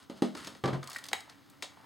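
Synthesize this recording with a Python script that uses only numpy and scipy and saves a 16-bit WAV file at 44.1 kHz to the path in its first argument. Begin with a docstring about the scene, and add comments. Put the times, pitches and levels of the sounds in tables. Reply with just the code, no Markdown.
"""A faint scrape and hollow knocks: a closed plastic laptop is gripped and slid on a wooden table,
close to the microphone in a small, quiet room. It tips up and its edge bumps the table, ringing
the wood and shaking loose panels. As it is turned over and lowered, hands rub, the shell creaks
in stick-slip ticks and fingers squeak and tap softly. It lands with two sharp plastic clacks."""
import sys
import numpy as np
from scipy import signal
from scipy.fft import rfft, irfft, next_fast_len
from scipy.io import wavfile
from scipy.ndimage import uniform_filter1d

SR = 44100
rng = np.random.default_rng(int(sys.argv[2]) if len(sys.argv) > 2 else 0)


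def dump_mix(stems):
    """Bounce the given channels to the path in sys.argv[1] as a 16-bit WAV at rate SR."""
    frames = np.atleast_2d(stems).T  # one column per channel
    limited = np.clip(frames, -1, 1)  # hard clip at full scale
    pcm = np.round(limited * 32767).astype(np.int16)
    wavfile.write(sys.argv[1], SR, pcm)


N = 81585
RING_T = np.arange(SR // 2) / SR
EDGES = 25 * 2 ** (np.arange(30) / 3)   # third-octave bands, Hz
CENTRES = np.sqrt(EDGES[1:] * EDGES[:-1])
BANK = [signal.butter(2, pair, "band", fs=SR, output="sos") for pair in zip(EDGES, EDGES[1:])]
CUTOFF_HZ = 16200


def from_db(db):
    """Decibels to gain."""
    return 10 ** (np.asarray(db) / 20)


def at_hz(points, hz):
    """Read an EQ curve on a log-frequency axis."""
    f, value = np.transpose(points)
    return np.interp(np.log(hz), np.log(f), value)


def unit(x):
    """Scale to energy 1."""
    return x / np.sqrt(np.sum(x ** 2) + 1e-20)


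def low_cut(x, hz):
    """Roll off the bass at 12 dB per octave."""
    return signal.sosfilt(signal.butter(2, hz, "high", fs=SR, output="sos"), x)


def envelope(t, t60, rise):
    """A quick attack, then an exponential decay."""
    attack = np.minimum(t / rise, 1) ** 2
    return attack * np.exp(-np.log(1000) * np.maximum(t - rise, 0) / t60) + 1e-12


def add(out, s, sound):
    """Mix a sound in at s seconds."""
    start = int(s * SR)
    out[start:start + len(sound)] += sound[:N - start]


def coloured(pair, colour, tilt_db=0):
    """Deal two noises to alternate bands and set their levels; the tilt pivots at 4 kHz."""
    gains = from_db(at_hz(colour, CENTRES) + tilt_db * np.log2(CENTRES / 4000)) / np.sqrt(3)
    return sum(gains[k] * unit(signal.sosfilt(sos, pair[k % 2])) for k, sos in enumerate(BANK))


def burst(colour, t60, rise, tilt_db=0):
    """Many close modes struck at once, as decaying noise; levels count as if packed into 10 ms."""
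    t = RING_T[:SR // 4]
    noises = rng.standard_normal((2, len(t))) * envelope(t, t60, rise)
    return np.sqrt(SR / 100) * coloured(noises, colour, tilt_db)


def ring(modes, contact_hz, vary_db=1.5):
    """One blow on a set of modes; a soft contact spares the high ones."""
    out = 0
    for hz, db, t60 in modes:
        gain = from_db(db + vary_db * rng.standard_normal()) / (1 + (hz / contact_hz) ** 2)
        out += gain * np.sin(2 * np.pi * hz * RING_T) * envelope(RING_T, t60, rise=1 / SR)
    return out


def blows(hits, modes, rattle, rattle_t60, rise_s, crack_db, hard_contact_hz=2470):
    """Each blow rings the body, cracks at first contact and shakes the loose panels."""
    out = np.zeros(N)
    for s, db, contact_hz, rattle_db in hits:
        hardness = min(contact_hz / hard_contact_hz, 1)
        body = ring(modes, contact_hz) * np.minimum(RING_T / rise_s, 1)
        crack = hardness * burst(rattle, t60=0.0081, rise=0.00024)
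        add(out, s, -from_db(db) * body)
        add(out, s, from_db(rattle_db + crack_db) * crack)
        add(out, s, from_db(rattle_db) * burst(rattle, rattle_t60, rise_s))
    return out


def friction(fader, colour, grains_per_s, grain_db):
    """Dense tiny catches of uneven size under a level curve."""
    catches = rng.random(N) < grains_per_s / SR
    sizes = from_db(grain_db * np.minimum(rng.exponential(1, N), 4))
    grains = catches * sizes * rng.choice([-1, 1], (2, N)) + 1e-12
    texture = unit(coloured(grains, colour)) * np.sqrt(N)
    return texture * from_db(np.interp(np.arange(N) / SR, *np.transpose(fader)))


# Still air of the room: f/Hz, octave level/dB
ROOM_TONE_COLOUR = [(25, -99), (50, -101), (80, -70.5), (140, -70.5), (280, -70.5), (450, -75),
                    (1000, -69.5), (2500, -76.5), (5000, -71.5), (9000, -81.5), (16000, -75)]


def room_tone(drone_hz=285, width_hz=14.5, drone_db=-68.5):
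    """A quiet bed of noise with a faint, steady drone."""
    resonance = signal.iirpeak(drone_hz, drone_hz / width_hz, fs=SR)
    drone = unit(signal.lfilter(*resonance, rng.standard_normal(N)))
    air = coloured(rng.standard_normal((2, N)), ROOM_TONE_COLOUR)
    return np.sqrt(N) * (air + from_db(drone_db) * drone)


# Fader ride of the slide: t/s, level/dB
SLIDE_FADER = [(0, -58), (.04, -61), (.08, -78), (.13, -76), (.18, -54.5), (.22, -70), (.345, -63),
               (.375, -42.5), (.41, -49.5), (.44, -48.5), (.49, -48), (.52, -59.5), (.57, -58),
               (.62, -66.5), (.7, -69)]
# Scrape of plastic on wood: f/Hz, octave level/dB
SLIDE_COLOUR = [(30, -37), (70, -17), (140, -7), (300, -3.5), (650, -15.5), (1200, 0), (2000, -4),
                (4200, -1.5), (8500, -5), (11500, -17), (16000, -21)]


def slide():
    """The laptop catches finely on the wood as it slides."""
    return friction(SLIDE_FADER, SLIDE_COLOUR, grains_per_s=4500, grain_db=3)


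# Knock cues: t/s, ring level/dB, contact cut-off/Hz, rattle level/dB
KNOCK_CUES = [(0.0974, -16, 1790, -10.5), (0.158, -16.5, 150, -21), (0.2209, 2.5, 3000, 1.5),
              (0.3495, -20.5, 1500, -24), (0.471, -22, 1200, -16), (0.52, -14.5, 131, -23)]
# Resonances of the case lying on the table: f/Hz, level/dB, t60/s
CASE_MODES = [(156, -48.5, 0.86), (198.6, -31.5, 0.37), (239.5, -24.5, 0.21), (288, -14, 0.048),
              (331.5, -32, 0.24), (409, -30.5, 0.16), (571.4, -33.5, 0.096), (619, -47, 0.35),
              (797, -30, 0.051), (1236, -30.5, 0.034), (3360, -40, .05), (3900, -45, .1)]
# Its loose panels: f/Hz, octave level/dB
CASE_RATTLE = [(30, -78), (80, -58), (250, -55), (500, -34), (900, -40.5), (1800, -46.5), (3500, -42),
               (8000, -48.5), (11000, -57.5), (16000, -66)]


def grip_knocks():
    """The gripped case knocks and rattles, radiating little bass."""
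    knocks = blows(KNOCK_CUES, CASE_MODES, CASE_RATTLE, rattle_t60=0.22, rise_s=0.0023, crack_db=0.5)
    return low_cut(knocks, hz=175)


# Tick cues: t/s, level/dB, tilt/(dB per octave)
TICK_CUES = [(0.3491, -0.5, -4), (0.446, -3, 0.5), (0.4707, 2.5, -1), (0.476, -6, 0), (0.549, -11.5, -5.5),
             (0.656, 5, -6), (0.829, -3, -4.5), (0.839, -10.5, 5), (0.8732, -1.5, 2.5), (0.898, -8, 8.5),
             (0.9038, -3.5, 0.5), (0.9154, -3.5, 0), (0.930, -5, 5.5), (0.9387, -8.5, 2),
             (0.9466, -3, -0.5), (0.954, -11.5, 6), (0.9601, -6, -4), (0.964, -3, 3.5), (0.9839, -1.5, 1),
             (1.039, -0.5, 1), (1.054, -4, -1.5), (1.063, -11.5, 7.5), (1.0852, 2, 1.5), (1.113, -9, -6),
             (1.204, -7.5, 3), (1.296, -7.5, -1), (1.498, -21.5, 10)]
# Thin snap of one slip: f/Hz, octave level/dB
TICK_COLOUR = [(40, -103), (200, -72), (800, -57), (1200, -54), (1900, -52.5), (3000, -51.5), (4700, -44.5),
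               (8000, -48.5), (11000, -58), (16000, -62)]


def shell_creak():
    """The shell sticks and slips in dry ticks that crowd into a creak."""
    out = np.zeros(N)
    for s, db, tilt_db in TICK_CUES:
        add(out, s, from_db(db) * burst(TICK_COLOUR, t60=0.028, rise=0.00066, tilt_db=tilt_db))
    return out


# Bump cues: t/s, ring level/dB, contact cut-off/Hz, rattle level/dB
BUMP_CUES = [(0.6382, 2, 3000, 0), (0.676, -6, 1110, -1), (0.699, -11, 900, -11), (0.7285, 4.5, 198, -4),
             (0.745, -18, 500, -11), (0.772, -27, 700, -18)]
# Resonances of the table top with the laptop on edge: f/Hz, level/dB, t60/s
TABLE_MODES = [(87, -60, 0.087), (138, -27.5, 0.29), (181, -32.5, .16), (260.2, -31, 0.22),
               (357, -31, 0.18), (405.3, -30.5, 0.15), (494.6, -36, 0.31), (601.6, -42, .25),
               (720, -50, 0.4), (792.6, -36, 0.067), (794, -33.5, 0.15), (1153, -34.5, 0.14),
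               (1336, -49, 0.33), (1694, -42.5, 0.31)]
# Clatter of a bump: f/Hz, octave level/dB
BUMP_RATTLE = [(28, -79), (55, -62), (110, -40), (250, -31), (500, -35.5), (1100, -35), (2200, -42.5),
               (4000, -43), (7500, -50.5), (11000, -62), (16000, -67)]


def edge_bumps():
    """The laptop's edge strikes the table: a quick run of woody, rattling thumps."""
    bumps = blows(BUMP_CUES, TABLE_MODES, BUMP_RATTLE, rattle_t60=0.14, rise_s=0.002, crack_db=-2)
    return low_cut(bumps, hz=60)


# Fader ride of the hands: t/s, level/dB
RUB_FADER = [(.72, -100), (.8, -67), (.85, -54.5), (.92, -54.5), (.98, -60), (1.03, -58), (1.1, -62),
             (1.23, -63.5), (1.29, -58.5), (1.36, -66), (1.47, -72), (1.54, -64), (1.61, -77), (1.7, -63),
             (1.77, -64), (1.85, -60.5)]
# Brush of skin on plastic: f/Hz, octave level/dB
RUB_COLOUR = [(30, -28), (100, -11), (400, -6.5), (900, 3.5), (2000, 4), (4500, -4), (8000, -7),
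              (16000, -16)]


def hand_rub():
    """Hands drag over the case with a soft, grainy midrange."""
    return friction(RUB_FADER, RUB_COLOUR, grains_per_s=3000, grain_db=3.5)


# Squeak and soft tap cues: t/s, level/dB, f/Hz
BLIP_CUES = [(0.827, -45, 1228), (0.89, -43.5, 1270), (0.9593, -33, 1910), (1.277, -53.5, 875),
             (1.771, -50.5, 908), (1.801, -55, 940), (1.841, -56, 920)]


def squeaks_and_taps(pitch_wander=0.13):
    """Finger squeaks and soft taps on the plastic: short blips of unsteady pitch."""
    out = np.zeros(N)
    for s, db, hz in BLIP_CUES:
        wander = uniform_filter1d(rng.standard_normal(len(RING_T)), size=40)
        pitch_hz = hz * (1 + pitch_wander * wander / wander.std())
        tone = np.sin(2 * np.pi * np.cumsum(pitch_hz) / SR)
        add(out, s, 2 * from_db(db) * tone * envelope(RING_T, t60=0.024, rise=0.002))
    return out


# Clack cues: t/s, level/dB, rise/s, crack tilt/(dB per octave), crack t60/s, after-ring/dB, shell/dB
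CLACK_CUES = [(1.1295, 0, 0.001618, 0, 0.018, -17.5, 0), (1.6233, -10, 0.00027, .2, 0.017, 0.5, -8)]
# Hard crack of the landing: f/Hz, octave level/dB
CLACK_COLOUR = [(30, -100), (130, -59), (300, -50.5), (700, -35.5), (1300, -41), (2000, -30), (3400, -33.5),
                (5000, -38.5), (7500, -32), (11000, -46), (16000, -43)]
# Its bright tail: f/Hz, octave level/dB
AFTER_RING_COLOUR = [(40, -99), (200, -65), (600, -35), (1200, -45), (2200, -41), (3600, -28),
                     (7500, -30.5), (11000, -50), (16000, -56)]
# Resonances of the plastic shell: f/Hz, level/dB, t60/s
SHELL_MODES = [(836, -36, .045), (1688, -34, 0.046), (1972, -28, .018), (2050, -33, .04),
               (3263, -33.5, 0.023), (3768, -39, .12), (6750, -48, .06)]


def landing_clacks():
    """Hard plastic lands: a crack, a bright after-ring and the shell's modes."""
    out = np.zeros(N)
    for s, db, rise, tilt_db, t60, after_db, shell_db in CLACK_CUES:
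        crack = burst(CLACK_COLOUR, t60, rise, tilt_db)
        after_ring = from_db(after_db) * burst(AFTER_RING_COLOUR, t60=0.13, rise=rise)
        add(out, s, from_db(db) * (crack + after_ring))
        add(out, s + rise, from_db(db + shell_db) * ring(SHELL_MODES, contact_hz=CUTOFF_HZ))
    return out


# EQ of the reflected sound: f/Hz, level/dB
REVERB_EQ = [(60, -17), (200, -15), (600, -6), (2000, -7), (6000, -6), (16000, -8)]


def reverb(x):
    """Diffuse reflections of the small room, with one short decay for all bands."""
    noises = rng.standard_normal((2, len(RING_T))) * envelope(RING_T, t60=0.27, rise=0.0035)
    band_shares = np.sqrt(2 * np.diff(EDGES) / SR)
    gains = band_shares * from_db(at_hz(REVERB_EQ, CENTRES))
    tail = sum(gains[k] * unit(signal.sosfilt(sos, noises[k % 2])) for k, sos in enumerate(BANK))
    return signal.fftconvolve(x, tail)[:N]


# Width of the scattered sound: f/Hz, side over mid/dB
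SCATTER_WIDTH = [(60, -7), (300, -12), (650, -4.5), (1300, -12.5), (2800, -10.5), (5500, -39),
                 (9000, -12.5), (13000, 0), (16000, -9)]
# Width of reverb and room tone: f/Hz, side over mid/dB
DIFFUSE_WIDTH = [(60, -1.5), (300, 0), (700, -5.5), (1400, -7), (3000, -8), (6000, -26), (10000, -5),
                 (16000, -4)]
# Lean of the image: f/Hz, left over right/dB
PAN = [(60, 2.7), (170, -3), (350, 0.7), (1400, 1.3), (3000, 0.3), (6000, 0.5), (10000, -0.5), (14000, -2)]


def stereo(mid, diffuse):
    """Two close microphone ports: a slight lean; scattered and diffuse sound differ between them."""
    size = next_fast_len(N + SR)
    hz = np.maximum(np.arange(size // 2 + 1) * SR / size, 1)
    scatter = unit(rng.standard_normal(len(RING_T)) * envelope(RING_T, t60=0.01, rise=0.0012))
    spectrum = rfft(mid, size)
    side = spectrum * rfft(scatter, size) * from_db(at_hz(SCATTER_WIDTH, hz))
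    side += rfft(diffuse, size) * from_db(at_hz(DIFFUSE_WIDTH, hz))
    left_right = np.array([[1], [-1]])
    panned = spectrum * from_db(left_right * at_hz(PAN, hz) / 2)
    return irfft(panned + left_right * side, size)[:, :N]


def scene():
    """The mix: all handling sounds and their reverb, over room tone."""
    impacts = grip_knocks() + edge_bumps()
    shell = landing_clacks() + shell_creak() + squeaks_and_taps()
    shell = low_cut(shell, hz=169)   # the small shell radiates little bass
    laptop = impacts + shell + slide() + hand_rub()
    laptop = low_cut(laptop, hz=39.8)   # the microphone misses the lowest rumble
    return stereo(mid=laptop + reverb(laptop) + room_tone(), diffuse=reverb(laptop) + room_tone())


# Notches of the microphone housing: f/Hz, width/Hz, level/dB
MIC_NOTCHES = [(2505, 170, -12), (5770, 450, -42), (7350, 480, -12.5)]


def record(dry):
    """The microphone housing cuts three narrow dips; a steep high cut takes off the top."""
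    for hz, width_hz, db in MIC_NOTCHES:
        band = signal.lfilter(*signal.iirpeak(hz, hz / width_hz, fs=SR), dry)
        dry = dry + (from_db(db) - 1) * band
    return signal.sosfilt(signal.ellip(10, .3, 80, CUTOFF_HZ, fs=SR, output="sos"), dry)


dry = scene()
out = record(dry)
dump_mix(out)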